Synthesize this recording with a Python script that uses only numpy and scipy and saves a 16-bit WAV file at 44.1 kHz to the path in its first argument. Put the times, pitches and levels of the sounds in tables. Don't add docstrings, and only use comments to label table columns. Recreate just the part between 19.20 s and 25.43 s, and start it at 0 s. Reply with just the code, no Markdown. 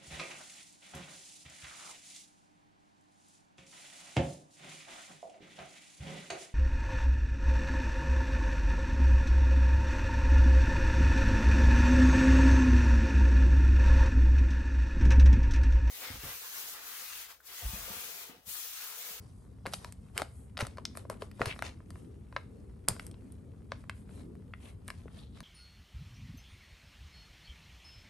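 import sys
import numpy as np
from scipy import signal
from scipy.fft import rfft, irfft, next_fast_len
from scipy.io import wavfile
from scipy.ndimage import uniform_filter1d, map_coordinates

SR = 44100
rng = np.random.default_rng(int(sys.argv[2]) if len(sys.argv) > 2 else 0)


def dump_mix(stems):
    frames = np.atleast_2d(stems).T
    limited = np.clip(frames, -1, 1)
    pcm = np.round(limited * 32767).astype(np.int16)
    wavfile.write(sys.argv[1], SR, pcm)


N = 274743


def amp(db):
    return 10 ** (np.asarray(db) / 20)


def unit(x):
    return x / np.sqrt(np.mean(x ** 2) + 1e-20)


def along(points, hz):
    point_hz, value = np.transpose(points)
    return np.interp(np.log(hz + 1), np.log(point_hz + 1), value)


def curves(rows):
    time_s, *columns = np.transpose(rows)
    return [np.interp(np.arange(N) / SR, time_s, column) for column in columns]


def wobble(rate_hz):
    knots = rng.standard_normal(int(N * rate_hz / SR) + 4)
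    return map_coordinates(knots, [np.arange(N) * rate_hz / SR])


def filtered(x, response):
    n = x.shape[-1]
    size = next_fast_len(n + SR // 4)
    spectrum = rfft(x, size) * response(np.fft.rfftfreq(size, 1 / SR))
    return irfft(spectrum, size)[..., :n]


def causal(spectrum, size=1024):
    level_db = along(spectrum, np.fft.rfftfreq(size, 1 / SR))
    cepstrum = irfft(np.log(amp(level_db)))
    cepstrum[1:size // 2] *= 2
    cepstrum[size // 2 + 1:] = 0
    return irfft(np.exp(rfft(cepstrum)))


# (frequency [Hz], correlation [0-1])
LIKENESS = [(40, .99), (120, .96), (250, .68), (600, .25), (1000, .2), (5000, .55), (8000, .97), (9300, 1)]


def spread(pair):
    def mid_side_gains(hz):
        turn_rad = np.arccos(np.clip(along(LIKENESS, hz), 0, 1)) / 2
        return np.array([np.cos(turn_rad), np.sin(turn_rad)])

    mid, side = filtered(pair, mid_side_gains)
    return np.array([mid + side, mid - side])


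def noise(spectrum, grain_db=0, grain_hz=100):
    pair = rng.standard_normal((2, N)) * amp(grain_db * wobble(grain_hz))
    return unit(spread(filtered(pair, lambda hz: amp(along(spectrum, hz)))))


def swept(x, path, peak_db, octaves, patchy_db):
    hz, frame_s, z = signal.stft(x, SR, nperseg=1024)
    centre_hz = np.interp(frame_s, *np.transpose(path))
    away = np.log2((hz[:, None] + 1) / centre_hz) / octaves
    patches = uniform_filter1d(rng.standard_normal(z.shape[1:]), 3, 0)
    patches = unit(uniform_filter1d(patches, 7, 1))
    coloured = z * amp(peak_db / (1 + away ** 2) + patchy_db * patches)

    def slow_power(v):
        return uniform_filter1d(np.sum(np.abs(v) ** 2, axis=(0, 1)), 15)

    coloured *= np.sqrt(slow_power(z) / slow_power(coloured))
    return signal.istft(coloured, SR, nperseg=1024)[1][:, :N]


def add(track, time_s, sound):
    room = track[max(0, round(time_s * SR)):][:len(sound)]
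    room += sound[:len(room)]


# (frequency [Hz], relative density [dB])
RUMBLE = [(15, -43.5), (28, -33), (45, -3), (70, 2.5), (105, 1.5), (140, -10), (200, -15.5), (400, -58)]
# (frequency [Hz], relative density [dB])
RUSH = [(90, -20.5), (160, -1), (240, -2), (320, -10), (450, -11.5), (620, -25), (1200, -42), (4000, -63.5)]
# (time [s], centre [Hz])
RUSH_COLOUR = [(0, 168), (1.3, 201.6), (1.75, 408), (2.3, 262), (2.9, 343), (3.4, 420), (4.0, 384),
               (4.3, 189.5), (4.9, 289.6), (5.1, 247), (5.6, 190)]
# (time [s], level [dB])
RUSH_LEVEL = [(0, -61.5), (.45, -59), (.75, -59.5), (1.28, -60.5), (1.7, -54.5), (2.25, -57.5),
              (2.62, -57.5), (2.87, -54.5), (3.12, -60.5), (3.4, -54.5), (3.6, -60), (3.92, -54),
              (4.75, -57.5), (5.05, -50), (5.35, -59), (6.23, -57)]


def air(rumble_db=-49, drift_db=0.26, rush_trim_db=3):
    rumble = amp(rumble_db + drift_db * wobble(4)) * noise(RUMBLE)
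    rush_db, = curves(RUSH_LEVEL)
    rush = swept(noise(RUSH), RUSH_COLOUR, peak_db=3.5, octaves=0.26, patchy_db=2.22)
    return rumble + amp(rush_db + rush_trim_db) * rush


# (frequency [Hz], t60 [s])
YARD_T60 = [(100, 0.24), (500, 0.18), (1500, 0.27), (5000, 0.32), (12000, .2)]


def yard(hits, near_db=-13, near_t60_s=0.057, far_db=-15, stretches=12):
    wet, t = np.zeros((2, N)), np.arange(SR // 3) / SR
    for stretch in np.array_split(np.arange(N), stretches):
        hz, age_s, z = signal.stft(rng.standard_normal((2, len(t))), SR, nperseg=256)
        z = z * amp(-60 * age_s / along(YARD_T60, hz)[:, None])
        far = signal.istft(z, SR, nperseg=256)[1][:, :len(t)]
        near = rng.standard_normal((2, len(t))) * amp(-60 * t / near_t60_s)
        both = amp(near_db) * unit(near) + amp(far_db) * unit(far)
        tail = spread(both / np.sqrt(len(t)))
        answers = signal.fftconvolve(hits[stretch][None], tail, axes=1)
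        for side, answer in zip(wet, answers):
            add(side, stretch[0] / SR + .001, answer)
    return wet


# (time [s], crumple [dB], scrape [dB], wet fizz [dB], build-up [s])
CRUSHES = [(.472, -47, -53, -50.5, .008), (.548, -57, -51.5, -45.5, .018), (1.0, -41.5, -45.5, -47, .025),
           (1.412, -39, -43.5, -46, .014), (1.785, -54, -56, -53, .02), (1.59, -55, -71, -69, .008),
           (1.912, -44, -61, -54, .008), (2.03, -51, -56, -57.5, .018), (2.225, -38.5, -45, -53.5, .014),
           (2.28, -39, -42.5, -47, .014), (2.465, -45, -42.5, -53.5, .025), (3.176, -53, -63, -78, .01),
           (3.695, -41, -47, -46, .005), (4.53, -53, -55, -74, .011), (5.705, -61.5, -62, -61, .03)]
CRUSH_DB_PER_S = 301
SETTLE_DB, SETTLE_DB_PER_S = [-26.5, -29, -21.5], 60
# (time [s], scrape [dB], wet fizz [dB], half length [s])
RUBS = [(0.037, -68, -68, .06), (0.189, -79, -70, .08), (.64, -59, -60, .045), (0.879, -75, -71, .06),
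        (1.185, -77, -62, .07), (1.499, -64, -74, .035), (1.72, -70, -73, .03), (2.179, -66, -66, .03),
        (2.37, -61, -62, .035), (2.782, -68, -65, .06), (2.921, -76, -79, .04), (3.178, -70, -71.5, .06),
        (3.401, -78, -76, .1), (3.83, -63, -58, .04), (4.05, -73, -75, .12), (4.601, -68, -68.5, .03),
        (4.784, -72, -65.5, .04), (4.97, -63, -62, .055), (5.465, -60, -59.5, .04), (5.791, -67, -70, .055),
        (5.983, -63, -64.5, .05), (6.177, -61, -66, .018)]
RUB_CRUMPLE_DB = 1
# (crumple [dB], scrape [dB], fizz [dB])
REST_DB = [-70, -76, -76]


def effort():
    t = np.arange(N) / SR
    power = np.outer(amp(REST_DB) ** 2, np.ones(N))
    for time_s, crumple_db, scrape_db, fizz_db, rise_s in CRUSHES:
        build = np.exp(-(np.minimum(t - time_s, 0) / rise_s) ** 2)
        age_s = np.maximum(t - time_s, 0)
        peak = amp([crumple_db, scrape_db, fizz_db])
        power += np.outer(peak ** 2, build * amp(-CRUSH_DB_PER_S * age_s) ** 2)
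        settled = peak * amp(SETTLE_DB)
        power += np.outer(settled ** 2, build * amp(-SETTLE_DB_PER_S * age_s) ** 2)
    for time_s, scrape_db, fizz_db, half_s in RUBS:
        peak = amp([scrape_db + RUB_CRUMPLE_DB, scrape_db, fizz_db])
        power += np.outer(peak ** 2, np.exp(-((t - time_s) / half_s) ** 2))
    return np.sqrt(power)


# (frequency [Hz], relative density [dB])
CRUMPLE = [(150, -37.5), (400, 3), (700, -1.5), (1200, -4.5), (1800, -13), (3000, -25), (6000, -65)]
# (frequency [Hz], relative density [dB])
SCRAPE = [(900, -33.5), (1800, 2), (2800, -1.5), (4200, -1.5), (6000, -3.5), (7500, -8), (11000, -36)]
# (frequency [Hz], relative density [dB])
FIZZ = [(4000, -36), (6800, -6.5), (8500, 0), (10600, 9), (11700, -8.5), (12500, -30), (13300, -41),
        (16000, -41)]
# (time [s], centre [Hz])
CONTACT = [(.6, 5000), (1.0, 2970), (1.421, 2200), (1.678, 4000), (2.26, 2400), (4.55, 2540), (5.46, 2820),
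           (6.0, 3600)]


def grinding(crumple, scrape, fizz, crumple_trim_db=-1.0, scrape_trim_db=-3.5, fizz_trim_db=-1):
    folds = noise(CRUMPLE, grain_db=2, grain_hz=370)
    grains = noise(SCRAPE, grain_db=2.5, grain_hz=380)
    grit = swept(grains, CONTACT, peak_db=5.5, octaves=0.69, patchy_db=3.5)
    foam = noise(FIZZ, grain_db=3.0, grain_hz=2500)
    ground = crumple * amp(crumple_trim_db) * folds + scrape * amp(scrape_trim_db) * grit
    return ground + fizz * amp(fizz_trim_db) * foam


# (time [s], rms at centre [dB], pitch [Hz], half length [s])
SLIPS = [(2.31, -39.5, 2500, 0.017), (5.459, -64.5, 2840, 0.044), (6.006, -61.5, 3640, 0.05),
         (6.162, -67.5, 3640, 0.026)]


def slips(width_hz=750, grain_db=4):
    track, t = np.zeros((2, N)), np.arange(N) / SR
    for time_s, level_db, pitch_hz, half_s in SLIPS:
        grains = rng.standard_normal((2, N)) * amp(grain_db * wobble(300))
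        rasp = filtered(grains, lambda hz: 1 / (1 + ((hz - pitch_hz) / width_hz) ** 2))
        swell = np.exp(-((t - time_s) / half_s) ** 2 / 2)
        track += unit(rasp) * amp(level_db) * swell
    return spread(track)


def crinkles(crumple, count=330, level_db=-54, scatter_db=5, crowding=.85, growth=0.57,
             low_hz=900, octaves=1.6, cycles=3.3):
    track, t = np.zeros(N), np.arange(SR // 100) / SR
    load = crumple / amp(REST_DB[0])
    due = np.cumsum(load ** crowding)
    for when, pitch, size in rng.uniform(size=(count, 3)):
        at = np.searchsorted(due, when * due[-1])
        hz = low_hz * 2 ** (octaves * pitch)
        tick_db = level_db + scatter_db * (2 * size - 1)
        tick = amp(tick_db - 60 * t * hz / cycles) * np.sin(2 * np.pi * hz * t)
        add(track, at / SR, load[at] ** growth * tick)
    return track


# (time [s], level before attack [dB], pitch [Hz], t60 [s])
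THUDS = [(.459, -30, 536, 0.042), (0.473, -28.5, 219, 0.022), (0.647, -43.5, 972, 0.1),
         (1.018, -33, 283, 0.034), (1.424, -29, 230, 0.051), (1.426, -26, 121.6, 0.068),
         (1.583, -35, 1015, 0.032), (1.901, -38.5, 643, 0.1), (2.024, -32.5, 416, 0.041),
         (2.208, -25, 258, 0.018), (2.2091, -20.5, 500, 0.028), (2.22, -28, 119, 0.056),
         (2.269, -26.5, 105, 0.094), (3.169, -41, 640, 0.056), (3.687, -37.5, 526, 0.017),
         (3.692, -25, 170, 0.031), (3.713, -25.5, 108, 0.056), (5.857, -33.5, 406, 0.021)]


def thuds(attack_s=0.00042):
    track, t = np.zeros(N), np.arange(SR // 5) / SR
    for time_s, level_db, hz, t60_s in THUDS:
        knock = amp(level_db - 60 * t / t60_s) * np.sin(2 * np.pi * hz * t)
        add(track, time_s, knock * (1 - np.exp(-t / attack_s)))
    return track


# (time [s], panel pitch [Hz], panel pop [dB], crease crack [dB], grit tick [dB])
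SNAPS = [(0.455, 550, -41, -55, -81), (0.4606, 1100, -38, -46.5, -72), (.4663, 1610, -36, -46, -43),
         (0.5258, 950, -56, -54, -73), (0.5359, 940, -37, -36, -41), (0.5399, 1420, -47, -37, -40),
         (0.6461, 1200, -42, -47, -51), (0.7237, 1710, -61, -56, -47.5), (0.9676, 1130, -46, -55, -63),
         (.978, 1900, -32.5, -34.5, -31), (0.9877, 1100, -39, -53, -51.5), (.9978, 1050, -38, -57, -51),
         (1.019, 910, -30, -40, -43), (1.371, 1830, -40.5, -41.5, -67), (1.3765, 1340, -41, -40.5, -48.5),
         (1.3903, 1180, -38.5, -41.5, -58), (1.4037, 1600, -37, -46, -55),
         (1.4073, 1780, -32.5, -37.5, -42.5), (1.4169, 1090, -39, -42, -54), (1.4124, 1770, -36, -48, -48),
         (1.4506, 1100, -45.5, -57, -58), (1.4681, 960, -45.5, -48, -43.5), (1.5724, 1180, -50, -57, -62),
         (1.5832, 930, -42, -55, -66), (1.6531, 1760, -45.5, -32, -43), (1.7528, 1110, -50, -65, -64),
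         (1.7727, 1140, -43, -51, -41.5), (1.852, 590, -49, -85, -79), (1.8992, 760, -36, -47, -43),
         (2.0212, 822, -39.5, -48, -58), (2.1143, 1860, -56.5, -61, -62.5), (2.195, 656, -43.5, -60, -66),
         (2.2166, 1170, -24.5, -45, -53), (2.2576, 1500, -36, -38.5, -41.5), (2.2603, 973, -49, -44, -42),
         (2.362, 1310, -49.5, -72, -66), (2.3911, 1120, -43, -48.5, -53), (2.4233, 1620, -30, -44, -45.5),
         (2.6039, 944, -56.5, -84, -88), (2.7051, 1210, -53, -55.5, -53.5), (2.757, 1000, -53, -70, -88),
         (3.126, 940, -50.5, -65.5, -78), (3.164, 1108, -29.5, -41.5, -61), (3.1664, 1390, -36.5, -51, -71),
         (3.681, 1230, -36, -55, -57), (3.6855, 1770, -41, -32, -20), (3.7647, 1000, -50, -61, -60.5),
         (3.7964, 1870, -39.5, -49.5, -52.5), (3.8667, 1440, -65, -59.5, -44.5),
         (3.9131, 500, -65, -59, -57), (3.9423, 685, -59.5, -61.5, -84.5), (4.122, 840, -72, -69.5, -52),
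         (4.5195, 1290, -34, -43, -60), (4.64, 1180, -56.5, -86, -72.5), (4.6962, 1640, -34.5, -47, -49.5),
         (4.8925, 1200, -58.5, -72, -82), (5.1532, 1460, -63, -75.5, -70), (5.337, 1700, -41, -58, -86),
         (5.68, 1370, -57, -53, -42), (5.6849, 1570, -44.5, -58, -79), (5.703, 1455, -38.5, -46, -49.5),
         (5.8809, 1335, -54, -86, -83), (6.2048, 1330, -48, -51.5, -51)]
SNAP_S = .005
# (frequency [Hz], relative level [dB])
CRACK = [(1100, -47.5), (2300, -9), (3100, -4), (4600, -2), (6000, -8), (7400, -16.5), (13000, -51.5)]
# (frequency [Hz], relative level [dB])
TICK = [(4500, -18.5), (6800, -13), (8200, 0), (9700, 1.5), (11000, 4.5), (12500, -14), (14000, -20.5),
        (16000, -28)]


def snaps(pop_cycles=2.1, crack_t60_s=0.0075, tick_t60_s=.0025, rebound=.5, crack_rebound=0.34,
          splinter=1.0, hardening_oct_per_db=0.011, low_hz=340, high_hz=2900):
    track, t = np.zeros(N), np.arange(SR // 40) / SR
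    highpass = signal.butter(2, low_hz, "high", fs=SR, output="sos")
    lowpass = signal.butter(4, high_hz, fs=SR, output="sos")
    band = np.vstack([highpass, lowpass])

    def sized(v, level_db):
        return amp(level_db) * v * np.sqrt(SNAP_S * SR / np.sum(v ** 2))

    def splinters(t60_s):
        return splinter * rng.standard_normal(len(t)) * amp(-60 * t / t60_s)

    def mode(hz):
        return np.sin(2 * np.pi * hz * t) * amp(-60 * t * hz / pop_cycles)

    for time_s, hz, pop_db, crack_db, tick_db in SNAPS:
        lower, upper, lag_s = rng.uniform([.47, 1.45, .0013], [.62, 1.8, .002])

        def later(v):
            return np.interp(t - lag_s, t, v, left=0)

        modes = mode(hz) - 0.31 * mode(hz * lower) - 0.76 * mode(hz * upper)
        ring = signal.sosfilt(band, modes)
        add(track, time_s, sized(ring + rebound * later(ring), pop_db))
        shift = 2 ** np.clip(hardening_oct_per_db * (tick_db - crack_db), -.4, .5)
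        crack = [(crack_hz * shift, db) for crack_hz, db in CRACK]
        for spectrum, t60_s, db in (crack, crack_t60_s, crack_db), (TICK, tick_t60_s, tick_db):
            burst = (t == 0) + splinters(t60_s) + crack_rebound * later(splinters(t60_s))
            shaped = signal.fftconvolve(burst, causal(spectrum))[:len(t)]
            add(track, time_s, sized(shaped, db))
    return track


# (frequency [Hz], relative level [dB], t60 [s])
SHEET = [(560, 8.5, 0.024), (660.5, -1, .08), (1015, -1.5, .08), (1390, -10, 0.033)]


def sheet(pops, ring_db=-49):
    t = np.arange(SR // 4) / SR
    modes = sum(amp(db - 60 * t / t60_s) * np.cos(2 * np.pi * hz * t) for hz, db, t60_s in SHEET)
    return pops + amp(ring_db) * signal.fftconvolve(pops, modes)[:N]


def scene():
    crumple, scrape, fizz = effort()
    hits = sheet(snaps()) + thuds() + crinkles(crumple)
    return air() + yard(hits) + grinding(crumple, scrape, fizz) + slips() + hits


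# (frequency [Hz], phase [rad])
PORT_PHASE = [(100, 0), (2000, 0), (3200, .6), (6200, .3), (7300, .9), (8300, .3), (9300, -1.6),
              (10200, -3.14), (11400, -5.1), (12400, -6.9), (14000, -8.5)]
# (frequency [Hz], level [dB])
PORT_BALANCE = [(30, .2), (120, 1.4), (500, 2.5), (1500, 1.5), (4500, 2), (9000, 1.3), (10200, 0),
                (12000, -.3)]
# (frequency [Hz], gain [dB])
MIC = [(12000, -1), (12700, -5.5), (13500, -7.5), (15800, -13)]
TOP_HZ = 15800


def record(dry):
    half = np.array([[.5], [-.5]])

    def response(hz):
        balance = amp(half * along(PORT_BALANCE, hz))
        phase = np.exp(1j * half * along(PORT_PHASE, hz))
        return balance * phase * amp(along(MIC, hz)) * (hz < TOP_HZ)

    return filtered(dry, response)


dry = scene()
out = record(dry)
dump_mix(out)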